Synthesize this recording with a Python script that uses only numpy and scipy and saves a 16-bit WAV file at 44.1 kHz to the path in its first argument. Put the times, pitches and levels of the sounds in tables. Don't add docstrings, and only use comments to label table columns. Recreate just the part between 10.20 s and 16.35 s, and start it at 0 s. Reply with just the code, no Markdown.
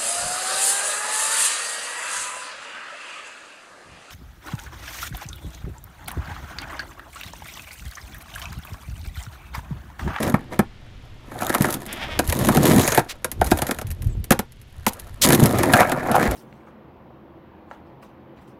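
import sys
import numpy as np
from scipy import signal
from scipy.fft import rfft, irfft, next_fast_len
from scipy.io import wavfile
from scipy.ndimage import map_coordinates

SR = 44100
rng = np.random.default_rng(int(sys.argv[2]) if len(sys.argv) > 2 else 0)


def convert_level_to_amplitude(level_db):
    exponent = np.asarray(level_db, float) / 20
    return 10 ** exponent


def to_wav(s):
    ch = np.atleast_2d(s).T
    pcm = np.round(np.clip(ch, -1, 1) * 32767)
    wavfile.write(sys.argv[1], SR, pcm.astype(np.int16))


N = 271215


def unit(x):
    return x / np.sqrt(np.mean(x ** 2) + 1e-20)


def curves(rows):
    time_s, *columns = np.transpose(rows)
    return [np.interp(np.arange(N) / SR, time_s, column) for column in columns]


def wobble(rate_hz):
    knots = rng.standard_normal(int(N * rate_hz / SR) + 4)
    return map_coordinates(knots, [np.arange(N) * rate_hz / SR])


def filtered(x, response):
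    size = next_fast_len(N + SR // 2)
    return irfft(rfft(x, size) * response(np.fft.rfftfreq(size, 1 / SR)), size)[:N]


def coloured(x, points):
    hz, db = np.transpose(points)
    return filtered(x, lambda f: convert_level_to_amplitude(np.interp(np.log(f + 1), np.log(hz + 1), db)))


def ringing(x, modes):
    def response(f):
        return sum((-1) ** k * convert_level_to_amplitude(db) * 1j * f * width / (hz * hz - f * f + 1j * f * width)
                   for k, (hz, width, db) in enumerate(modes))
    return filtered(x, response)


def shifting(x, modes, spread_db):
    return sum((-1) ** k * ringing(convert_level_to_amplitude(spread_db * wobble(30)) * x, [mode])
               for k, mode in enumerate(modes))


def bumps(per_s, spread_db, life_s, bed_db):
    size_db = np.minimum(spread_db * rng.exponential(size=N), 3 * spread_db)
    sizes = (rng.random(N) < per_s / SR) * convert_level_to_amplitude(size_db)
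    bursts = signal.lfilter([1], [1, -np.exp(-1 / (life_s * SR))], sizes)
    return unit((unit(bursts) + convert_level_to_amplitude(bed_db)) * rng.standard_normal(N))


# (frequency [Hz], gain [dB])
GARDEN_SPECTRUM = [(40, 6), (85, 1.5), (120, 6.5), (160, -6), (800, -24.5), (3200, -21.5), (6000, -33.5),
                   (16000, -56)]
# (time [s], level [dB])
BACKGROUND_LEVEL = [(1.0, -42.5), (3.0, -45.5), (4.3, -45.5), (4.95, -44)]


def garden():
    return convert_level_to_amplitude(curves(BACKGROUND_LEVEL)[0]) * unit(coloured(rng.standard_normal(N), GARDEN_SPECTRUM))


# (frequency [Hz], gain [dB])
BUFFET_SPECTRUM = [(15, -36), (35, 2.5), (80, 2.5), (170, -13), (350, -33), (700, -92)]
# (time [s], level [dB])
WIND_LEVEL = [(0, -64), (1.3, -75), (1.85, -35.5), (2.7, -35), (2.95, -67), (3.16, -27.5), (3.72, -36),
              (3.88, -19.5), (3.98, -20), (4.05, -37.5), (4.4, -58.5), (4.75, -37), (5.0, -44), (6.06, -56),
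              (6.11, -26)]


def wind():
    buffet = convert_level_to_amplitude(4.8 * wobble(17)) * coloured(rng.standard_normal(N), BUFFET_SPECTRUM)
    return convert_level_to_amplitude(curves(WIND_LEVEL)[0]) * unit(buffet)


# (time [s], reference pitch [Hz], reference level [dB])
PEEP_TRACK = [(3.87, 8300, -97), (3.9, 8300, -54), (3.945, 7650, -59), (4.0, 7700, -97)]


def bird():
    reference_hz, db = curves(PEEP_TRACK)
    out = np.zeros(N)
    for ratio, level_db in [(0.97, 0), (0.82, -7)]:
        level = convert_level_to_amplitude(db + level_db + 4.6 * wobble(70))
        pitch_hz = ratio * reference_hz + 150 * wobble(300)
        out += level * np.sin(2 * np.pi * np.cumsum(pitch_hz) / SR)
    return out


# (time [s], level [dB])
SQUEAK_LEVEL = [(2.48, -120), (2.5, -62), (2.56, -40), (2.64, -30), (2.74, -35), (2.79, -53), (2.81, -120)]
# (frequency [Hz], width [Hz], gain [dB])
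SQUEAK_MODES = [(3900, 230, -5), (6660, 450, 7)]


def squeak():
    slips = bumps(per_s=150, spread_db=5, life_s=.002, bed_db=-8)
    return convert_level_to_amplitude(curves(SQUEAK_LEVEL)[0]) * unit(ringing(slips, SQUEAK_MODES))


# (time [s], mean slip rate [Hz], level [dB])
CREAK_TRACK = [(1.65, 300, -61), (1.69, 279.3, -35.5), (1.79, 330, -38), (1.83, 457.4, -30.5),
               (1.88, 301, -40), (1.93, 321, -32.5), (1.98, 283, -39.5), (2.0, 286, -77)]
# (frequency [Hz], width [Hz], gain [dB])
RUBBER_MODES = [(766, 310, -1), (1980, 800, 3), (3420, 590, 1.5), (5100, 850, -10.5)]


def creak():
    mean_hz, db = curves(CREAK_TRACK)
    rate_hz = mean_hz * (1 + .04 * wobble(100))
    slips = np.diff(np.floor(np.cumsum(rate_hz) / SR), prepend=0)
    rubbed = slips * convert_level_to_amplitude(2 * rng.standard_normal(N)) + .045 * rng.standard_normal(N)
    return convert_level_to_amplitude(db) * unit(ringing(rubbed, RUBBER_MODES))


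# (start [s], rise [s], end [s], centre [Hz], width per filter pass / centre [1], level [dB])
SCUFF_STROKES = [(2.883, 0.021, 2.934, 2640, 2.3, -30), (4.674, 0.0041, 4.7, 7070, 5.9, -21.5),
                 (5.014, 0.0066, 5.062, 4930, 2.1, -12.5)]


def scuffs():
    out, t = np.zeros(N), np.arange(N) / SR
    for start_s, rise_s, end_s, hz, width, db in SCUFF_STROKES:
        fall_start_s = end_s - max(rise_s, .012)
        stroke = np.interp(t, [start_s, start_s + rise_s, fall_start_s, end_s], [0, 1, 1, 0])
        band = [(hz, width * hz, 0)]
        friction = convert_level_to_amplitude(1.55 * wobble(190)) * rng.standard_normal(N)
        out += convert_level_to_amplitude(db) * stroke * unit(ringing(ringing(friction, band), band))
    return out


# (time [s], pitch [Hz], envelope peak [dB])
BOARD_THUMPS = [(0.141, 192, -2.5), (0.3923, 195, -4.5), (1.4073, 198, -4), (2.085, 77, -12.5),
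                (2.212, 111, -12), (2.371, 180, -6.5), (2.384, 192, -10), (3.198, 83, -15.5),
                (3.3162, 195, -6), (3.331, 70.5, -14), (3.647, 96, -19.5), (4.1097, 205, -5.5),
                (4.194, 198, -14), (5.091, 189, -8), (5.229, 168, 1), (6.081, 60.6, -15)]
THUMP_PEAK_CYCLES = 0.53


def thumps():
    out, t = np.zeros(N + SR), np.arange(SR // 8) / SR
    for s, hz, db in BOARD_THUMPS:
        u = t * hz / THUMP_PEAK_CYCLES
        envelope = u * np.exp(1 - u)
        out[round(s * SR):][:len(t)] += convert_level_to_amplitude(db) * envelope * np.sin(2 * np.pi * hz * t)
    return out[:N]


# (time [s], relative level [dB], shake relative to crunch before mixing [dB])
DECK_KNOCKS = [(0.0294, -13.5, -10.5), (0.0775, -23, -1), (0.1412, -22.5, 10.5), (0.3914, -12, 2.5),
               (1.115, -39, 5.5), (1.2187, -20.5, 3), (1.232, -31.5, 2), (1.295, -14.5, 0),
               (1.3477, -8, -3), (1.408, -15, -4.5), (1.443, -21.5, 7.5), (1.486, -24, 2),
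               (1.9909, -5, -6.5), (2.0974, -13.5, -17), (2.1248, -9, -12), (2.271, -13, -22),
               (2.287, -8, -1.5), (2.3703, -10, -4.5), (2.456, -8, -15), (2.677, -4.5, -12),
               (2.7205, -9.5, -7.5), (2.7754, -8, 3), (2.792, -13.5, -4.5), (3.045, -8.5, -13),
               (3.2138, -16, 4.5), (3.272, -19.5, -11), (3.3152, -7, -0.5), (3.3882, -16.5, -8.5),
               (3.4194, -9.5, -6), (3.468, -15, -16), (3.489, -24.5, 5), (3.5104, -10, -8.5),
               (3.587, -19.5, -9.5), (3.6142, -20.5, -8.5), (4.1066, -0.5, -5), (4.1197, -3.5, -9),
               (4.1915, -10, -6.5), (4.6655, -5.5, -6.5), (5.4327, -9.5, -2.5), (5.5352, -5, 4),
               (5.718, -12.5, -2.5), (5.915, -15, -5)]
# (time [s], relative level [dB])
LIGHT_TICKS = [(1.211, -22), (0.775, -62), (1.421, -9), (1.505, -13), (1.5259, -12), (1.541, -11.5),
               (1.6635, -23), (1.728, -16.5), (2.076, -18), (2.19, -13.5), (2.5438, -18), (2.7476, -8.5),
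               (3.1156, -14.5), (3.2441, -16), (3.3087, -17), (3.3736, -16.5), (3.48, -23), (3.565, -40),
               (3.669, -26), (3.7043, -22.5), (3.7138, -21), (3.8212, -25.5), (3.845, -33), (3.871, -33),
               (4.042, -22.5), (4.3213, -36), (4.415, -35.5), (4.7332, -24.5), (4.798, -24), (5.0886, -5.5),
               (5.1232, -8), (5.1475, -3.5), (5.258, -5), (5.3854, -10.5), (5.9572, -15.5), (6.112, -17)]
KNOCK_CRUNCH_T60_S, TICK_CRUNCH_T60_S = 0.04, 0.043
TICK_SHAKE_DB = -22.5
TICK_THIN = 0.43


def blows():
    heavy = [(*row, KNOCK_CRUNCH_T60_S, 0) for row in DECK_KNOCKS]
    light = [(*row, TICK_SHAKE_DB, TICK_CRUNCH_T60_S, TICK_THIN) for row in LIGHT_TICKS]
    return heavy + light


# (frequency [Hz], width [Hz], gain [dB])
DECK_MODES = [(115, 55.4, -2), (221, 77.4, 1), (330, 111, -0.5), (544, 184, -2), (763, 138, 0),
              (955, 177, -4), (1344, 205, -5.5), (1708, 280, -8.5), (2364, 530, -18.5)]
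# (frequency [Hz], gain [dB])
GRIT_SPECTRUM = [(1060, -18), (1800, -4), (5100, -11), (6710, -9.5), (8060, -11), (10500, -6), (12400, -7),
                 (16000, -23.5)]


def knocks():
    crunch, shake, t = np.zeros(N + SR), np.zeros(N + SR), np.arange(SR // 4) / SR
    for s, db, shake_db, t60_s, thin in blows():
        noise = rng.standard_normal((2, len(t)))
        at = slice(round(s * SR), round(s * SR) + len(t))
        tick = 0.89 * convert_level_to_amplitude(db - 60 * t / 0.0044)
        crunch[at] += (convert_level_to_amplitude(db - 60 * t / t60_s) + tick) * signal.lfilter([1, -thin], [1], noise[0])
        onset = 1 - np.exp(-t / 0.00096)
        shake[at] += convert_level_to_amplitude(db + shake_db - 60 * t / (1.11 * t60_s)) * onset * noise[1]
    shaken = shifting(shake[:N], DECK_MODES, spread_db=2.2)
    return convert_level_to_amplitude(1.5) * coloured(crunch[:N], GRIT_SPECTRUM) + convert_level_to_amplitude(20.5) * shaken


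def deck_rumble(jolts):
    boom = unit(shifting(jolts + rng.standard_normal(N), DECK_MODES[:3], spread_db=3.0))
    lumps = unit((rng.random(N) < 130 / SR) * convert_level_to_amplitude(3 * rng.standard_normal(N)))
    pits = [(180, 310, 0)]  # (Hz, width Hz, dB), passed twice
    return unit(boom - 0.96 * unit(ringing(ringing(lumps, pits), pits)))


def deck_rattle(jolts, crackle, rumble_over_rattle_db):
    shiver = jolts + .8 * crackle + .5 * rng.standard_normal(N)
    dulling = convert_level_to_amplitude(-0.4 * np.clip(rumble_over_rattle_db, -8, 10))
    middle = shifting(shiver, DECK_MODES[3:6], spread_db=2.2)
    return unit(middle - dulling * shifting(shiver, DECK_MODES[6:], spread_db=2.2))


def grit_hiss(crackle):
    fine = bumps(per_s=90, spread_db=6.5, life_s=.001, bed_db=-6)
    snap_modes = [(3810, 680, -0.021), (6710, 640, 0.15), (10850, 3100, -0.89)]  # (Hz, width Hz, dB)
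    return unit(unit(coloured(crackle, GRIT_SPECTRUM)) + 0.87 * unit(ringing(fine, snap_modes)))


# (time [s], level [dB])
PRESSURE_LEVEL = [(0, -30), (0.1, -26), (0.13, -39), (0.28, -53), (0.33, -36.5), (0.45, -62.5),
                  (1.04, -55.5), (1.13, -40), (1.27, -29.5), (1.39, -34.5), (1.45, -28.5), (1.55, -33.5),
                  (1.6, -44.5), (1.97, -40), (2.06, -40), (2.3, -26.5), (2.4, -28.5), (2.48, -23.5),
                  (2.62, -23), (2.71, -28.5), (2.8, -22.5), (2.82, -40.5), (2.98, -55.5), (3.19, -58.5),
                  (3.26, -38), (3.55, -40.5), (3.64, -52.5), (4.27, -76.5), (4.62, -55.5), (4.74, -45),
                  (5.0, -54), (5.045, -20), (5.075, -24), (5.14, -14.5), (5.17, -28.5), (5.245, -17),
                  (5.27, -28), (5.51, -22.5), (5.55, -18.5), (5.62, -10.5), (5.65, -25), (5.8, -30),
                  (6.0, -18), (6.06, -18.5), (6.1, -29)]
# (time [s], relative level [dB])
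RUMBLE_OVER_RATTLE = [(0, 4), (1.1, 1.5), (1.33, -7), (1.42, 4), (1.97, -0.5), (2.2, 10), (2.62, 8.5),
                      (2.7, -15), (3.0, 2), (3.19, 17), (3.3, 0.5), (3.64, 0), (3.9, 18.5), (4.2, 23),
                      (4.65, -12), (5.0, 1.5), (5.22, 8), (5.5, 3), (5.6, -10.5), (5.8, 1), (6.0, -6),
                      (6.15, 5)]
# (time [s], relative level [dB])
HISS_OVER_RATTLE = [(0, -8.5), (0.3, -18.5), (1.13, -11), (1.25, -4), (1.55, -5.5), (1.65, -5.5),
                    (1.97, -24), (2.06, 2), (2.36, -4.5), (2.48, 1), (2.7, 0), (2.98, -15), (3.26, 2),
                    (3.6, -7.5), (4.3, 1.5), (4.74, -6.5), (5.15, -4), (5.33, -9), (5.72, -14), (5.8, -22),
                    (5.95, -17.5)]


def contact():
    rattle_db, = curves(PRESSURE_LEVEL)
    rumble_over_db, = curves(RUMBLE_OVER_RATTLE)
    hiss_over_db, = curves(HISS_OVER_RATTLE)
    jolts = bumps(per_s=140, spread_db=3.3, life_s=.004, bed_db=-5)
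    crackle = bumps(per_s=130, spread_db=6.5, life_s=.0013, bed_db=-7)
    rumble = convert_level_to_amplitude(rumble_over_db) * deck_rumble(jolts)
    rattle = deck_rattle(jolts, crackle, rumble_over_db)
    hiss = convert_level_to_amplitude(hiss_over_db) * grit_hiss(crackle)
    return convert_level_to_amplitude(rattle_db) * (rumble + rattle + hiss)


def yard(x):
    t = np.arange(SR // 4) / SR
    tail = signal.lfilter([1], [1, -.7], rng.standard_normal(len(t))) * convert_level_to_amplitude(-60 * t / 0.15)
    delayed = np.pad(x, (300, 0))
    return signal.fftconvolve(delayed, tail / np.linalg.norm(tail))[:N]


def scene():
    board = squeak() + creak() + scuffs() + thumps() + knocks() + contact()
    return (garden() + wind() + bird() + convert_level_to_amplitude(-20.0) * yard(board) + board)[None]


TREBLE_LIMIT = [(15300, -0.5), (16000, -11), (16900, -44)]


def limit_treble(x):
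    return coloured(x, TREBLE_LIMIT)


def low_pass(x):
    return signal.sosfilt(signal.butter(12, 16990, fs=SR, output="sos"), x)


def record(dry):
    heard = limit_treble(dry[0])[None]
    soft = heard / (1 + np.abs(heard / .75) ** 4) ** (1 / 4)
    return low_pass(soft)


dry = scene()
out = record(dry)
to_wav(out)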